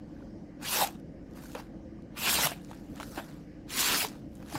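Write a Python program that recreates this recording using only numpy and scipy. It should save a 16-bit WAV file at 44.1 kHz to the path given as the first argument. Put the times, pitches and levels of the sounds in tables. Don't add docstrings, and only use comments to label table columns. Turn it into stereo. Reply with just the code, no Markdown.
import sys
import numpy as np
from scipy import signal
from scipy.fft import rfft, irfft, next_fast_len
from scipy.io import wavfile
from scipy.ndimage import uniform_filter1d, map_coordinates

SR = 44100
rng = np.random.default_rng(int(sys.argv[2]) if len(sys.argv) > 2 else 0)


def nominal_scale(level):
    x = np.asarray(level, float) / 20
    return 10 ** x


def materialize(psi):
    bounded = np.clip(np.atleast_2d(psi).T, -1, 1)
    quanta = np.round(bounded * 32767).astype(np.int16)
    wavfile.write(sys.argv[1], SR, quanta)


N = 201960

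# frequency in Hz, level in dB per Hz.
HUSH_COLOUR = [(410, -24), (700, 2.5), (1050, -10.5), (1220, -8), (1340, -16.5), (1470, -9), (2060, -12),
               (2640, -20), (2970, -17), (3420, -25.5), (5260, -20), (5840, -22.5), (15700, -52)]
# time in seconds, engine cycles per second.
IDLE_SPEED = [(0, 11.83), (1.2, 11.86), (2.8, 11.77), (3.5, 11.79), (4.58, 11.8)]
# multiple of the cycle rate, level in dB.
ENGINE_OVERTONES = [(1, -17), (2, -17), (3, -14), (4, 3.5), (5, -10), (6, 2), (7, -14.5), (8, -10.5),
                    (9, -3.5), (10, -9), (11, -2.5), (12, -11.5), (13, 2), (14, -22), (15, 2), (16, 1.5),
                    (17, -10.5), (18, 5), (19, -3), (20, -12.5), (21, -3.5), (22, -7.5), (23, -2.5),
                    (24, -14.5), (25, 4.5), (26, -4), (27, -3), (28, -0.5), (29, -11.5), (30, -9.5),
                    (31, -9), (32, -5.5), (33, -13.5), (34, -15.5), (35, -10.5), (36, -8)]
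# frequency in Hz, level in dB per Hz.
EXHAUST_COLOUR = [(15, -37), (25, -11.5), (54, -7), (123, -7.5), (140, -4.5), (301, -2), (340, -3),
                  (355, -21), (533, -8), (677, -21.5), (708, -29.5), (900, -39), (1170, -44), (1980, -120)]
# frequency in Hz, likeness from 0 to 1.
FAR_ALIKE = [(60, 0.82), (130, 1), (290, .83), (640, 0.31), (1400, .02)]
# frequency in Hz, likeness from 0 to 1.
NEAR_ALIKE = [(300, 0.99), (1000, 0.83), (3000, 0.51), (8000, 0.5), (15000, 0.9)]
# frequency in Hz, phase in radians.
NEAR_DRIFT = [(400, .1), (1000, 0.46), (3000, 1.24), (8000, 2.14)]
# frequency in Hz, t60 in seconds.
YARD_T60 = [(200, 0.21), (2000, 0.38), (12000, 0.04)]
# frequency in Hz, left minus right in dB.
PORT_COLOUR = [(110, -0.5), (700, -0.3), (2400, 0.9), (5000, -1.8), (9000, 0.1), (15000, 2.5)]
# time in seconds, peak in dB, pitch in Hz, length in cycles.
AIR_PUFFS = [(0.167, -54, 1580, 4), (.208, -52, 1000, 2.5), (.226, -54, 1430, 4.6), (1.99, -51, 1150, 4),
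             (.775, -32, 850, 3.4), (.794, -24.5, 910, 2.2), (.814, -21, 890, 1.2), (.821, -18, 790, 1.4),
             (.826, -15.5, 790, 0.69), (.837, -20, 793, 2.1), (.847, -24.5, 800, 2.2),
             (0.819, -43, 186, 2.9), (1.555, -30.5, 505, 1.9), (2.37, -43, 63.7, 3),
             (2.46, -32.5, 149, 1.6), (3.181, -31, 318, 1.5), (3.9, -51, 398, 3.2), (3.951, -42, 200, 2.5),
             (4.04, -41.5, 111, 0.83), (4.049, -35.5, 432, 5), (4.55, -30.5, 306, 2.35),
             (4.565, -31.5, 132, 0.94)]
# time in seconds, peak in dB, ring in Hz, bright crack in dB over the peak, t60 in seconds.
CREASE_SNAPS = [(1.384, -46.5, 937, -15, 0.025), (1.438, -48, 926, 0, 0.028),
                (1.457, -45.5, 1550, 3, 0.025), (1.55, -26, 925, -27, 0.016), (1.598, -39, 875, -22, 0.036),
                (2.471, -16, 891, -7.5, 0.0083), (2.517, -29, 686, -22, 0.035),
                (2.712, -37, 886, -19.5, 0.027), (2.731, -42, 870, -16, 0.023),
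                (2.968, -46.5, 1510, -6.5, 0.018), (3.0, -28.5, 1100, -27, 0.016),
                (3.009, -35, 1380, -12, 0.015), (3.03, -31, 1350, -22, 0.017),
                (3.175, -28.5, 745, -26.5, 0.033), (3.186, -35, 1080, -20.5, 0.042),
                (3.197, -34.5, 840, -20, 0.015), (3.286, -46, 703, -13, 0.027),
                (4.047, -26, 940, -14, 0.04), (4.155, -51, 850, -16, 0.025), (4.426, -43, 775, -14, 0.029),
                (4.525, -34, 700, -20, 0.035), (4.553, -30, 850, -13, 0.054)]
# time in seconds, peak in dB, centre in Hz.
EDGE_TICKS = [(0.8729, -24.5, 4500), (0.9991, -49.5, 7400), (1.3114, -55, 4740), (1.3353, -53, 5240),
              (1.3603, -57, 4220), (2.0224, -52.5, 4300), (2.5084, -29, 12200), (2.6193, -52, 10700),
              (2.6477, -43, 5260), (2.673, -54, 4380), (2.7063, -45, 4290), (2.747, -49, 10900),
              (2.773, -50, 4630), (2.959, -37.5, 4230), (3.2455, -50.5, 4400), (3.3248, -51.5, 4110),
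              (4.0686, -29, 5800), (4.0864, -34, 4870), (4.1147, -51, 4900), (4.3326, -60, 4540),
              (4.3535, -46, 7410)]
# lower edge in Hz, upper edge in Hz.
PAPER_BANDS = [(560, 1300), (1300, 4000), (4000, 8000), (8000, 17000)]
# frequency in Hz, level in dB per Hz.
SHEET_COLOUR = [(260, -13), (450, -2.5), (615, 1), (879, -0.5), (1720, -5), (2150, -9.5), (2460, -5),
                (3160, -6.5), (4730, -7), (7620, -11.5), (8840, -14), (12100, -10), (15800, -13.5)]
# time in seconds, force as sheet buzz in dB, bite as edge
# brightness in dB.
CUTS = [
    [(0.585, -75, -14), (0.63, -48, 0), (0.655, -41, -1), (0.728, -36, 5), (0.79, -33, 3), (0.822, -32, 3),
     (0.848, -35.5, 0), (0.9, -56, 2), (1.04, -84, -2)],
    [(2.13, -76, -14), (2.18, -42, 1), (2.275, -31, 0), (2.34, -32, 6), (2.375, -31.5, -2), (2.455, -34, 7),
     (2.478, -35, -3), (2.55, -55, 0), (2.62, -71, -1)],
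    [(3.665, -74, -9), (3.7, -46, -1), (3.78, -34, 2), (3.8, -34, 8), (3.83, -32.5, 2), (3.945, -29, -1),
     (4.03, -37, 5), (4.1, -57, 1), (4.27, -78, -2)],
]
# time in seconds, extra flap in dB, width of the whip in
# seconds, strip ring in Hz, flap over the buzz before it in dB.
STRIP_EXITS = [
    (0.826, 9, .05, 800, -10),
    (2.44, 13, .05, 780, -11),
    (4.04, 15, .04, 850, -16),
]
# peak time in seconds, buzz in dB, rise in seconds per 20 dB,
# fall in seconds per 20 dB, brightness in dB.
FINGER_RUBS = [(0.22, -71, .3, .15, -9), (1.365, -58, .03, .18, -3), (1.45, -61, .12, .12, 4),
               (1.525, -64, .12, .1, 6), (1.556, -43, .012, .045, -20), (1.603, -52, .15, .03, -5),
               (1.625, -63, .02, .08, -6), (2.72, -63, .3, .3, -2), (2.99, -56, .12, .05, -4),
               (3.004, -47, .006, .035, -12), (3.03, -57, .06, .15, 3), (3.12, -63, .2, .2, 5),
               (3.158, -50.5, .07, .2, -2), (3.182, -41, .02, .04, -14), (3.22, -64, .02, .12, -5),
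               (3.288, -59, .01, .1, -7), (3.34, -66, .1, .15, -4), (4.36, -72, .1, .2, 4),
               (4.41, -66, .06, .15, -12), (4.548, -44, .09, .1, -2), (4.565, -45, .03, .1, -14)]

HUSH_DB, IDLE_DB, SELF_NOISE_DB = -64, -45, -87
TOP_HZ = 15830
SHEET_HZ, SHEET_HZ_PER_DB, SLACK_HZ = 2600, 20, 1650
SCRAPE_DB, HISS_DB, FULL_DB = [-2.7, -4, -2], -1, -31
HISS_GROWS = 1.2
FLAP_LAGS, HISS_LEADS = .65, .12
STRIP_SAG, STRIP_SAG_S = .15, .15
RUB_FLAP_DB, CRUMPLE_FLAPS, RUB_HISS_DB, RUB_RING_HZ = -1, .7, -1, 780


def unit(x):
    return x / np.sqrt(np.mean(x ** 2) + 1e-20)


def along(points, hz):
    f, v = np.transpose(points)
    return np.interp(np.log(hz + 1), np.log(f + 1), v)


def curves(rows):
    s, *cols = np.transpose(rows)
    return [np.interp(np.arange(N) / SR, s, c) for c in cols]


def wobble(rate):
    at = np.arange(0, N + 8, 8)
    knots = rng.standard_normal(int(N * rate / SR) + 4)
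    return np.interp(np.arange(N), at, map_coordinates(knots, [at * rate / SR]))


def filtered(x, response):
    m = next_fast_len(N + SR // 2)
    return irfft(rfft(x, m) * response(np.fft.rfftfreq(m, 1 / SR)), m)[..., :N]


def resonant(hz, width_hz, length):
    pole = np.exp(-np.pi * width_hz / SR)
    ring = [1, -2 * pole * np.cos(2 * np.pi * hz / SR), pole ** 2]
    return unit(signal.lfilter([1, 0, -1], ring, rng.standard_normal((2, length))))


def spectrogram(x):
    return signal.stft(x, SR, nperseg=256)


def resynth(z):
    return signal.istft(z, SR, nperseg=256)[1]


def field(shape, bins, frames):
    patches = rng.standard_normal(shape)
    for size, axis in [(bins, 0), (bins, 0), (frames, 1), (frames, 1)]:
        patches = uniform_filter1d(patches, size, axis=axis)
    return unit(patches)


def spread(a, b, alike):
    def shares(hz):
        turn = np.arccos(np.clip(along(alike, hz), -1, 1)) / 2
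        return np.array([np.cos(turn), np.sin(turn)])
    mid, side = filtered(np.array([a, b]), shares)
    return np.array([mid + side, mid - side])


def hush():
    hz, t, z = spectrogram(rng.standard_normal((2, N)))
    air = resynth(z * nominal_scale(2.0 * field(z.shape[1:], 3, 14)))[:, :N]
    coloured = filtered(air, lambda f: nominal_scale(along(HUSH_COLOUR, f)))
    return nominal_scale(HUSH_DB + 3.5 + 1.1 * wobble(1.8)) * unit(coloured)


def engine():
    turns = np.cumsum(curves(IDLE_SPEED)[0]) / SR - .78
    scatter = rng.standard_normal((len(ENGINE_OVERTONES), 2)) * [.16, 1]
    beat = np.zeros((2, N))
    for (k, db), off in zip(ENGINE_OVERTONES, scatter):
        firings = np.angle(1 + .8 * np.exp(-2j * np.pi * k * .397)) / (2 * np.pi)
        level = nominal_scale(db + 2.2 * wobble(4))
        phase = k * turns + firings + off[:, None] + .05 * wobble(4)
        beat += level * np.cos(2 * np.pi * phase)
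    puffing = rng.standard_normal((2, N)) * nominal_scale(2.1 * wobble(30))
    roar = filtered(puffing, lambda hz: nominal_scale(along(EXHAUST_COLOUR, hz)))
    far = spread(*(0.65 * unit(beat) + 0.77 * unit(roar)), FAR_ALIKE)
    return nominal_scale(IDLE_DB + .3 * wobble(6.66)) * unit(far)


def yard_tail(scale):
    hz, t, z = spectrogram(rng.standard_normal((2, SR // 3)))
    out = resynth(z * nominal_scale(-60 * t / (scale * along(YARD_T60, hz)[:, None])))
    return out / np.linalg.norm(out, axis=1, keepdims=True)


def air_puffs():
    out = np.zeros(N + SR)
    t = np.arange(-SR // 8, SR // 8) / SR
    for s, db, hz, cycles in AIR_PUFFS:
        swell = np.exp(-(hz * t / cycles) ** 2)
        out[round(s * SR):][:len(t)] += nominal_scale(db) * swell * np.sin(2 * np.pi * hz * t)
    return [[1], [.2]] * out[SR // 8:][:N]


def snaps_and_ticks():
    out = np.zeros((2, N + SR))
    t = np.arange(SR // 8) / SR
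    for s, db, hz, crack_db, t60 in CREASE_SNAPS:
        pop = [[1], [.3]] * np.sin(2 * np.pi * hz * t) * nominal_scale(-60 * t / (0.67 * t60))
        ragged = 0.483 * resonant(hz, 1.2 * hz, len(t)) * nominal_scale(-60 * t / t60)
        rise = 1 - np.exp(-(t * hz / .45) ** 2)
        crack = resonant(6000, 9000, len(t)) * nominal_scale(crack_db - 3 - 60 * t / .007)
        out[:, round(s * SR):][:, :len(t)] += nominal_scale(db + 3.5) * (rise * (pop + ragged) + crack)
    for s, db, hz in EDGE_TICKS:
        tick = resonant(hz, .5 * hz, len(t)) * nominal_scale(-60 * t / .008)
        out[:, round(s * SR):][:, :len(t)] += nominal_scale(db - 1.0) * tick
    return out[:, :N]


def contact():
    t = np.arange(0, N / SR + .001, .001)
    power = np.full((4, len(t)), 1e-12)
    buzz_hz, flap_hz = SLACK_HZ + 0 * t, RUB_RING_HZ + 0 * t
    for cut, scrape_db, leaving in zip(CUTS, SCRAPE_DB, STRIP_EXITS):
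        exit_s, whip_db, width_s, ring_hz, flap_db = leaving
        s, force_db, bite_db = np.transpose(cut)
        on = (t > s[0]) & (t < s[-1])
        force_db, bite_db = np.interp(t, s, force_db), np.interp(t, s, bite_db)
        whip = whip_db * np.exp(-((t - exit_s) / width_s) ** 2)
        loose_db = FLAP_LAGS * np.minimum(FULL_DB - force_db, 20) + whip
        hiss_db = HISS_DB + HISS_GROWS * bite_db + HISS_LEADS * (force_db - FULL_DB)
        parts_db = np.array([flap_db + loose_db, 0 * t, scrape_db + bite_db, hiss_db])
        power += on * nominal_scale(2 * (force_db + parts_db))
        buzz_hz[on] = (SHEET_HZ + SHEET_HZ_PER_DB * (force_db - FULL_DB))[on]
        shortness = np.clip((exit_s - t) / STRIP_SAG_S, 0, 1)
        flap_hz[on] = (ring_hz * (1 + STRIP_SAG * shortness))[on]
    for s, db, rise_s, fall_s, bright_db in FINGER_RUBS:
        touch_db = db - 20 * np.maximum((s - t) / rise_s, (t - s) / fall_s)
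        flap_db = RUB_FLAP_DB - CRUMPLE_FLAPS * bright_db
        parts_db = [[flap_db], [0], [bright_db], [RUB_HISS_DB + bright_db]]
        power += nominal_scale(2 * (touch_db + parts_db))
    return curves(np.vstack([t, 10 * np.log10(power), buzz_hz, flap_hz]).T)


def tearing(buzz_db, buzz_hz, flap_hz):
    sparse = np.clip((-42 - buzz_db) / 15, 0, 1)
    clumps = nominal_scale((1.2 + 1.9 * sparse) * wobble(1100) + .8 * wobble(350))
    clumps /= np.sqrt(uniform_filter1d(clumps ** 2, size=3000))
    hz, t, z = spectrogram(clumps * rng.standard_normal((2, N)))
    at = np.minimum((t * SR).astype(int), N - 1)
    pitch = hz[:, None] + 1
    sheet_ring_db = 5 * np.exp(-np.log(pitch / buzz_hz[at]) ** 2 / 0.14)
    strip_ring_db = 7 * np.exp(-np.log(pitch / flap_hz[at]) ** 2 / 0.027)
    patches_db = 1.7 * field(z.shape[1:], bins=5, frames=8) + 2.5 * field(z.shape[1:], bins=1, frames=7)
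    gain_db = sheet_ring_db + strip_ring_db + (1 - 0.16 * sparse[at]) * patches_db
    return resynth(z * nominal_scale(gain_db))[:, :N]


def strokes():
    flap_db, buzz_db, scrape_db, hiss_db, buzz_hz, flap_hz = contact()
    tear = tearing(buzz_db, buzz_hz, flap_hz)
    flutter = 2.5 * wobble(90) - 4.5
    out = np.zeros((2, N))
    for (lo, hi), db in zip(PAPER_BANDS, [flap_db + flutter, buzz_db, scrape_db, hiss_db]):
        def band(f):
            return nominal_scale(along(SHEET_COLOUR, f)) / np.sqrt((1 + (lo / (f + 1)) ** 12) * (1 + (f / hi) ** 12))
        out += nominal_scale(db) * unit(filtered(tear, band))

    def sway(f):
        return 1 / np.sqrt((1 + (150 / (f + 1)) ** 4) * (1 + (f / 450) ** 8))
    return out + nominal_scale(buzz_db - 13) * unit(filtered(tear, sway))


def near(pair):
    hz, t, z = spectrogram(spread(*pair, NEAR_ALIKE))
    steady = 2 * np.pi * hz[:, None] * 9e-5
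    lead = steady + along(NEAR_DRIFT, hz)[:, None] * field(z.shape[1:], 5, 12)
    return resynth(z * np.exp(.5j * np.array([lead, -lead])))[:, :N]


def scene():
    paper = near(strokes() + snaps_and_ticks() + air_puffs())
    delayed = np.pad(paper, ((0, 0), (300, 0)))
    answer = signal.fftconvolve(delayed, yard_tail(0.51), axes=1)[:, :N]
    return paper + nominal_scale(-19) * answer + engine() + hush()


def top_cut(x):
    return signal.sosfilt(signal.butter(12, 15840, fs=SR, output="sos"), x)


def record(dry):
    def port_response(hz):
        edge = np.clip((TOP_HZ - hz) / 60, 0, 1)
        return nominal_scale(np.array([[.5], [-.5]]) * along(PORT_COLOUR, hz)) * edge
    hissing = dry + nominal_scale(SELF_NOISE_DB) * rng.standard_normal(dry.shape)
    return top_cut(filtered(hissing, port_response))


dry = scene()
out = record(dry)
materialize(out)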